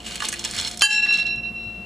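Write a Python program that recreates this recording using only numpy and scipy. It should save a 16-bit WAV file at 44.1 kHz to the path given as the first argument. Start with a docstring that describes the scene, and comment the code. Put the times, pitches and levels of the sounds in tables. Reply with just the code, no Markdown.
"""Frozen peas pour from a steel measuring cup onto food in a stoneware crock: a stream of small
impacts that tick, patter and excite the cup's damped modes. The emptied cup is knocked on the crock,
sheds its last peas and rings on in free vibration, fading in and out as the hand swings it away.
Crock and kitchen add reflections; an appliance hums over room noise and a few faint thuds.
An automatic gain control ducks under the clink."""
import sys
import numpy as np
from scipy import signal
from scipy.fft import rfft, irfft
from scipy.io import wavfile

SR = 44100
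rng = np.random.default_rng(int(sys.argv[2]) if len(sys.argv) > 2 else 0)


def persist_wave(psi):
    """Save psi, clipped to +-1, as 16-bit WAV."""
    counts = np.round(np.clip(psi, -1, 1) * 32767).astype(np.int16)
    wavfile.write(sys.argv[1], SR, np.atleast_2d(counts).T)


N = 81585
TIME = np.arange(N) / SR

# Levels in the tables are relative; each source applies its own gain.
# envelope of the peas rattling along the cup: time_s, level_db
POUR_ENVELOPE = [(0, -45.5), (.045, -43), (.065, -33), (.16, -33), (.19, -37), (.25, -26), (.31, -37),
                 (.345, -34.5), (.43, -35), (.46, -29), (.5, -35.5), (.54, -30.5), (.59, -27), (.63, -30.5),
                 (.68, -27.5), (.7, -37.5), (.735, -32.5), (.76, -43.5), (.82, -44)]
# envelope of the last peas dropping and rolling on the food: time_s, level_db
LAST_PEAS_ENVELOPE = [(.9, -34), (1.01, -42), (1.028, -38), (1.045, -45), (1.065, -38), (1.1, -43.5),
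                      (1.122, -42.5), (1.14, -39.5), (1.165, -33.5), (1.195, -39), (1.235, -40),
                      (1.255, -55.5), (1.272, -44), (1.31, -58.5)]
# spectrum of a pea's tick: frequency_hz, level_db
TICK_SPECTRUM = [(300, -12.5), (900, -25), (1700, -8.5), (3200, -10), (5500, -5.5), (8300, -1),
                 (11000, -15), (13000, -22), (15500, -30.5)]
# spectrum of peas landing on food: frequency_hz, level_db
PATTER_SPECTRUM = [(300, -5.5), (520, 5), (750, -1.5), (1400, 9), (2600, 6.5), (4200, 11.5), (6000, -3.5),
                   (8300, -6.5), (11000, -16.5), (15500, -30)]
# modes of the cup damped by its load: pitch_hz, level_db, t60_s, emptying_db_per_s
LOADED_CUP_MODES = [(891.5, -23.5, 0.11, -8), (1053, -13.5, 0.038, -16), (1388, -17, 0.042, 9),
                    (1690, -19, .03, 9.5), (2824, 2, 0.022, -16), (2973, -2.5, 0.029, -16.5),
                    (3398, -4.5, 0.055, 13.5), (4202, -2.5, 0.045, 13.5), (5050, -27, 0.032, 5),
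                    (5300, -6.5, 0.012, 22.5), (6830, -9.5, 0.013, 8), (7320, -12, 0.031, -7),
                    (8030, -10, 0.017, -6), (9110, -34, 0.016, 1)]
# impacts of single hard peas: start_s, tick_db, ping_db
PEA_IMPACTS = [(.003, -50, -25), (0.0639, -27, -20.5), (0.157, -18.5, -17.5), (0.2034, -25.5, -14),
               (0.24, -25, -30), (0.2515, -17, -31), (0.2863, -13.5, -15), (0.289, -17, -31),
               (.320, -23, -49), (0.3268, -15, -17), (0.3385, -19.5, -25), (0.3942, -21, -15),
               (.441, -21.5, -13), (0.449, -13, -10), (.456, -44, -11), (0.511, -20, -31),
               (0.5473, -20.5, -47), (0.565, -16.5, -19), (0.584, -22, -42), (0.587, -22, -8.5),
               (0.599, -20.5, -7), (0.612, -20, -16.5), (0.6484, -37, -9), (0.6665, -38, -28),
               (0.674, -27, -10), (0.68, -20.5, -17), (0.713, -22, -29), (.7742, -20, -43),
               (0.7939, -21, -25.5), (.8097, -33, -6.5), (.93, -17, -16.5), (0.949, -20.5, -22),
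               (1.025, -31, -34), (1.050, -33.5, -34), (1.127, -28, -31), (1.136, -37.5, -13.5),
               (1.141, -27.5, -26), (1.174, -31, -25.5), (1.187, -32.5, -19.5), (1.198, -33, -31.5),
               (1.266, -47.5, -22.5), (1.36, -43, -38.5), (1.637, -49, -58)]

# partials of the appliance: pitch_hz, level_db
HUM_PARTIALS = [(59.2, -51.5), (118.4, -55), (177.6, -53.5), (226.1, -50), (344.5, -56), (710.6, -54.5),
                (850.6, -68)]
# spectrum of the room's low noise: frequency_hz, level_db
RUMBLE_SPECTRUM = [(15, -65), (25, -18.5), (44, -7.5), (108, -10.5), (147, -13), (216, -2.5), (255, -11.5),
                   (645, -16), (702, -21.5), (1400, -23.5), (1820, -51), (3080, -120)]
# spectrum of the steady hiss: frequency_hz, level_db
HISS_SPECTRUM = [(800, -0.5), (1500, 3), (3000, 1), (6000, -7.5), (10000, -12.5), (15500, -17.5)]

# dull knocks on the crock: start_s, level_db, brightness_db_per_octave
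CROCK_KNOCKS = [(.2035, -19, 2), (.2212, -11, -7), (.226, -19, 11), (.2395, -25, -23), (.3275, -17, 14),
                (.3405, -24, 34.5), (.8138, -27, 5), (.8202, 7, -1.5), (1.061, -17.5, 18.5),
                (1.085, -31.5, -12.5), (1.109, -24, -2.5)]
# modes of the stoneware: pitch_hz, level_db, t60_s
CROCK_MODES = [(496, -39.5, 0.016), (853.6, -22.5, 0.21), (1083, -4.5, 0.048), (1187, -3, 0.026),
               (1460, -10.5, 0.052), (1719, -5.5, 0.033), (1820, -29, 0.013), (1917, -12.5, 0.037),
               (2690, -18.5, 0.013)]
# soft low thuds: start_s, pitch_hz, level_db
THUDS = [(0.531, 171, -41), (0.576, 94, -35), (1.308, 126, -44), (1.365, 135, -38), (1.663, 107, -36),
         (1.78, 194, -35)]

# the cup grazes the crock, then hits it: start_s, level_db
CUP_STRIKES = [(.8139, -27), (.8201, 0)]
# spectrum of the steel's contact: frequency_hz, level_db
CRACK_SPECTRUM = [(300, -41.5), (600, -18), (1200, -3.5), (2700, -2), (4200, -19), (6000, 9), (8500, -10),
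                  (11000, -16), (13000, -27), (15500, -35)]
# spectrum of the steel's dense, quickly dying upper modes: frequency_hz, level_db
SHIMMER_SPECTRUM = [(600, -26.5), (2000, -6), (4500, -4.5), (8000, 9), (11000, -2), (13500, -14.5),
                    (15500, -11)]
# modes of the empty cup: pitch_hz, level_db, t60_s
EMPTY_CUP_MODES = [(1681, -12, .9), (2665, -14, 1.5), (2720, -6.5, 2.0), (3997, -14, 1.45),
                   (5516, -16, 1.15), (7236, -17, .65), (853, -21, .6), (1639, -7, .29), (2062, -31, .5),
                   (2677, -23, 1.3), (3114, 1, .26), (4213, -13, .15), (4594, -17, .3), (4656, -6, .24),
                   (6406, -23, .35), (6832, -6, .23), (8000, -31, .45), (8446, -29, .45), (8979, -10, .23),
                   (9012, -15, .23), (10770, -27, .26), (11020, -16, .18)]
# the swinging cup turns a quiet side to the listener: centre_s, depth_db (at RING_REF_HZ), half_width_s
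RADIATION_NULLS = [(.886, 9, .018), (1.016, 9, .01), (1.068, 11, .013), (1.175, 11, .009),
                   (1.243, 13, .011), (1.363, 7, .009), (1.418, 11, .014), (1.524, 9, .024)]
RING_REF_HZ = 2720
# stereo balance of the moving cup: time_s, left_minus_right_db
CUP_BALANCE = [(0, -2), (.7, -2.8), (1.0, 1.4), (1.25, -3), (1.52, -2.5), (1.63, 5.5), (1.85, 4.5)]


def from_db(db):
    """Amplitude grows tenfold for every 20 decibels."""
    return 10 ** (np.asarray(db) / 20)


def unit_power(x):
    """Division by the RMS value gives unit power."""
    return x / np.sqrt(np.mean(x ** 2) + 1e-20)


def envelope(curve):
    """Gain interpolated in decibels along a curve, silent outside it."""
    time_s, level_db = np.transpose(curve)
    return from_db(np.interp(TIME, time_s, level_db, left=-120, right=-120))


def pan(left_minus_right_db):
    """A level difference between the ears gives direction."""
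    return from_db(left_minus_right_db * np.array([[.5], [-.5]]))


def drift(corner_hz):
    """Low-passed noise wanders slowly, with a spread of about 1."""
    step, settle = 40, 2000
    pole = np.exp(-2 * np.pi * corner_hz * step / SR)
    noise = rng.standard_normal(N // step + settle + 2)
    slow = signal.lfilter([1], [1, -2 * pole, pole * pole], noise)[settle:]
    return np.interp(np.arange(N) / step, np.arange(len(slow)), unit_power(slow))


def impulses(start_s, level_db):
    """Each brief contact acts as one impulse."""
    train = np.zeros(N)
    np.add.at(train, (np.asarray(start_s) * SR).astype(int), from_db(level_db))
    return train


def convolve(x, response):
    """A linear system convolves its input with its impulse response."""
    return signal.fftconvolve(x, response)[:N]


def colour(x, spectrum, size=8192):
    """A minimum-phase filter of unit energy imposes a spectrum."""
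    hz, db = np.transpose(spectrum)
    bins_hz = np.maximum(np.arange(size // 2 + 1) * SR / size, 1)
    magnitude = from_db(np.interp(np.log(bins_hz), np.log(hz), db))
    cepstrum = irfft(np.log(magnitude))
    response = irfft(np.exp(2 * rfft(cepstrum[:size // 2], size) - cepstrum[0]))
    return convolve(x, response / np.linalg.norm(response))


def decay(t60_s):
    """Damping lowers the level by 60 dB in each t60."""
    return from_db(-60 * TIME / t60_s)


def resonate(force, pitch_hz, level_db, t60_s):
    """One mode answers each impulse with a damped sinusoid."""
    return convolve(force, from_db(level_db) * decay(t60_s) * np.sin(2 * np.pi * pitch_hz * TIME))


def noise_tail(t60_s):
    """Dense modes or echoes merge into decaying noise, here of unit energy."""
    burst = rng.standard_normal(N) * decay(t60_s)
    return burst / np.linalg.norm(burst)


def pea_contacts(rate_per_s=900, spread_db=5):
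    """Independent impacts of uneven size form a Poisson process."""
    sizes = from_db(spread_db * np.minimum(rng.exponential(1, N), 3))
    signs = rng.choice([-1, 1], N)
    return unit_power(sizes * signs * (rng.random(N) < rate_per_s / SR))


def pouring_peas():
    """Many small impacts superpose: peas tick, ping the cup and patter on the food."""
    ticks = colour(pea_contacts(), TICK_SPECTRUM)
    pings = unit_power(loaded_cup([pea_contacts() for mode in LOADED_CUP_MODES]))
    patter = colour(pea_contacts(), PATTER_SPECTRUM)
    last_peas = colour(pea_contacts(), PATTER_SPECTRUM)
    stream = from_db(-10) * ticks + from_db(-6.5) * pings + from_db(-5.5) * patter
    return envelope(POUR_ENVELOPE) * stream + envelope(LAST_PEAS_ENVELOPE) * last_peas


def loaded_cup(forces, half_empty_s=.47, empty_s=.7):
    """One force drives each damped mode; the balance of the modes shifts as the cup empties."""
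    emptying_s = np.minimum(TIME, empty_s) - half_empty_s
    return sum((-1) ** k * resonate(force * from_db(db_per_s * emptying_s), hz, db, t60_s)
               for k, (force, (hz, db, t60_s, db_per_s)) in enumerate(zip(forces, LOADED_CUP_MODES)))


def hard_peas():
    """Single impacts stand out: each ticks, crunches as its frost crumbles and excites the cup."""
    start_s, tick_db, ping_db = np.transpose(PEA_IMPACTS)
    ticks = impulses(start_s, tick_db + 8)
    crumbs = convolve(ticks, decay(t60_s=.018)) * rng.standard_normal(N)
    crunch = from_db(1.5) * crumbs * np.linalg.norm(ticks) / np.linalg.norm(crumbs)
    forces = [impulses(start_s, ping_db - 13 + 2 * rng.standard_normal(len(start_s)))
              for mode in LOADED_CUP_MODES]
    return colour(ticks + crunch, TICK_SPECTRUM) + loaded_cup(forces)


def crock_reflections(x, t60_s=.032):
    """Early reflections inside the crock are partly correlated between the ears."""
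    shared = noise_tail(t60_s)
    return np.array([convolve(x, .75 * shared + .65 * noise_tail(t60_s)) for ear in range(2)])


def kitchen_reverberation(stereo, t60_s=.27, cutoff_hz=9000):
    """Diffuse reflections form a tail, dulled by absorption at the walls."""
    walls = signal.butter(1, cutoff_hz, fs=SR, output="sos")
    return np.array([convolve(side, signal.sosfilt(walls, noise_tail(t60_s))) for side in stereo])


def appliance_hum():
    """Steady vibration radiates partials, each wavering in level and phase."""
    hum = np.zeros(N)
    for pitch_hz, level_db in HUM_PARTIALS:
        amplitude = np.sqrt(2) * from_db(level_db + 2.7 * drift(corner_hz=1))
        phase = 2 * np.pi * (pitch_hz * TIME + rng.random()) + .1 * drift(corner_hz=1.6)
        hum += amplitude * np.sin(phase)
    return hum


def room_noise(spectrum, side_db):
    """Independent mid and side noises give a partly correlated stereo field."""
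    mid, side = (colour(rng.standard_normal(N), spectrum) for part in range(2))
    return mid + from_db(side_db) * side * np.array([[1], [-1]])


def crock_knocks(pivot_hz=1500):
    """Damped stoneware modes ring briefly; harder contacts favour the higher ones."""
    start_s, level_db, db_per_octave = np.transpose(CROCK_KNOCKS)
    knocks = np.zeros(N)
    for k, (pitch_hz, mode_db, t60_s) in enumerate(CROCK_MODES):
        force = impulses(start_s, level_db - 5.5 + db_per_octave * np.log2(pitch_hz / pivot_hz))
        knocks += (-1) ** k * resonate(force, pitch_hz, mode_db, t60_s)
    return knocks


def low_thuds():
    """Each faint thud is the impulse response of one low mode."""
    return sum(resonate(impulses([start_s], [db]), hz, level_db=0, t60_s=.21)
               for start_s, hz, db in THUDS)


def cup_clink():
    """Hard contact of steel on stoneware is broadband: a crack, then a shimmer of dense modes."""
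    force = impulses(*np.transpose(CUP_STRIKES))
    crack = colour(.63 * force + convolve(force, noise_tail(t60_s=.035)), CRACK_SPECTRUM)
    shimmer = colour(convolve(force, noise_tail(t60_s=.32)), SHIMMER_SPECTRUM)
    return from_db(14) * crack + from_db(8) * shimmer


def null_depth_db(scatter_s=.003):
    """Directional radiation: the level dips each time a null sweeps past an ear."""
    return sum(depth_db * np.exp(-((TIME - centre_s - scatter_s * rng.standard_normal()) / width_s) ** 2)
               for centre_s, depth_db, width_s in RADIATION_NULLS)


def cup_ring(sway_hz=11, tilt_db_per_octave=-.07):
    """The swinging cup vibrates freely; nulls and shifting reflections vary its high modes most."""
    force = impulses(*np.transpose(CUP_STRIKES))
    stereo = np.zeros((2, N))
    for pitch_hz, level_db, t60_s in EMPTY_CUP_MODES:
        ratio = pitch_hz / RING_REF_HZ
        gain = from_db(level_db + .5 + tilt_db_per_octave * np.log2(ratio))
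        ring = convolve(force, gain * decay(t60_s) * np.exp(2j * np.pi * pitch_hz * TIME))
        sway = .2 * ratio   # strength of the reflections against the direct path
        shared_paths = drift(sway_hz) + 1j * drift(sway_hz)
        for ear in range(2):
            fade = from_db(-null_depth_db() * ratio ** .7)
            own_paths = drift(sway_hz) + 1j * drift(sway_hz)
            interference = 1 + sway * (.6 * shared_paths + .5 * own_paths)
            stereo[ear] += (ring * interference).imag * fade / np.sqrt(1 + sway ** 2)
    return stereo


def scene(low_cut_hz=330):
    """Direct sound, reflections and background add by superposition."""
    low_cut = signal.butter(2, low_cut_hz, "high", fs=SR, output="sos")
    impacts = signal.sosfilt(low_cut, pouring_peas() + hard_peas() + crock_knocks() + cup_clink())
    impacts = impacts + from_db(-1.5) * crock_reflections(impacts)
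    ring = signal.sosfilt(low_cut, cup_ring()) * pan(-1)
    near = (impacts + ring) * pan(np.interp(TIME, *np.transpose(CUP_BALANCE)))
    reverberation = from_db(-15) * kitchen_reverberation(impacts + .2 * ring)
    hum = from_db(-.5) * appliance_hum()
    rumble = from_db(-46) * room_noise(RUMBLE_SPECTRUM, side_db=-9)
    hiss = from_db(-55) * room_noise(HISS_SPECTRUM, side_db=-3.5)
    return near + reverberation + (hum + rumble) * pan(1.4) + hiss + low_thuds()


def record(dry):
    """Gain control ducks fast above full scale and recovers slowly; overshoot clips; the top is cut."""
    attack_s, lookahead_s, release_db_per_s, stopband_hz = .0007, .0007, 50, 16500
    excess_db = np.maximum(20 * np.log10(np.abs(dry).max(axis=0) + 1e-9), 0)
    release_db = release_db_per_s * TIME
    held_db = np.maximum.accumulate(excess_db + release_db) - release_db
    pole = np.exp(-1 / (attack_s * SR))
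    smoothed_db = signal.lfilter([1 - pole], [1, -pole], held_db)
    duck_db = np.interp(TIME + lookahead_s, TIME, smoothed_db)
    clipped = np.clip(dry * from_db(-duck_db), -1, 1)
    return signal.sosfilt(signal.cheby2(14, 70, stopband_hz, fs=SR, output="sos"), clipped)


dry = scene()
out = record(dry)
persist_wave(out)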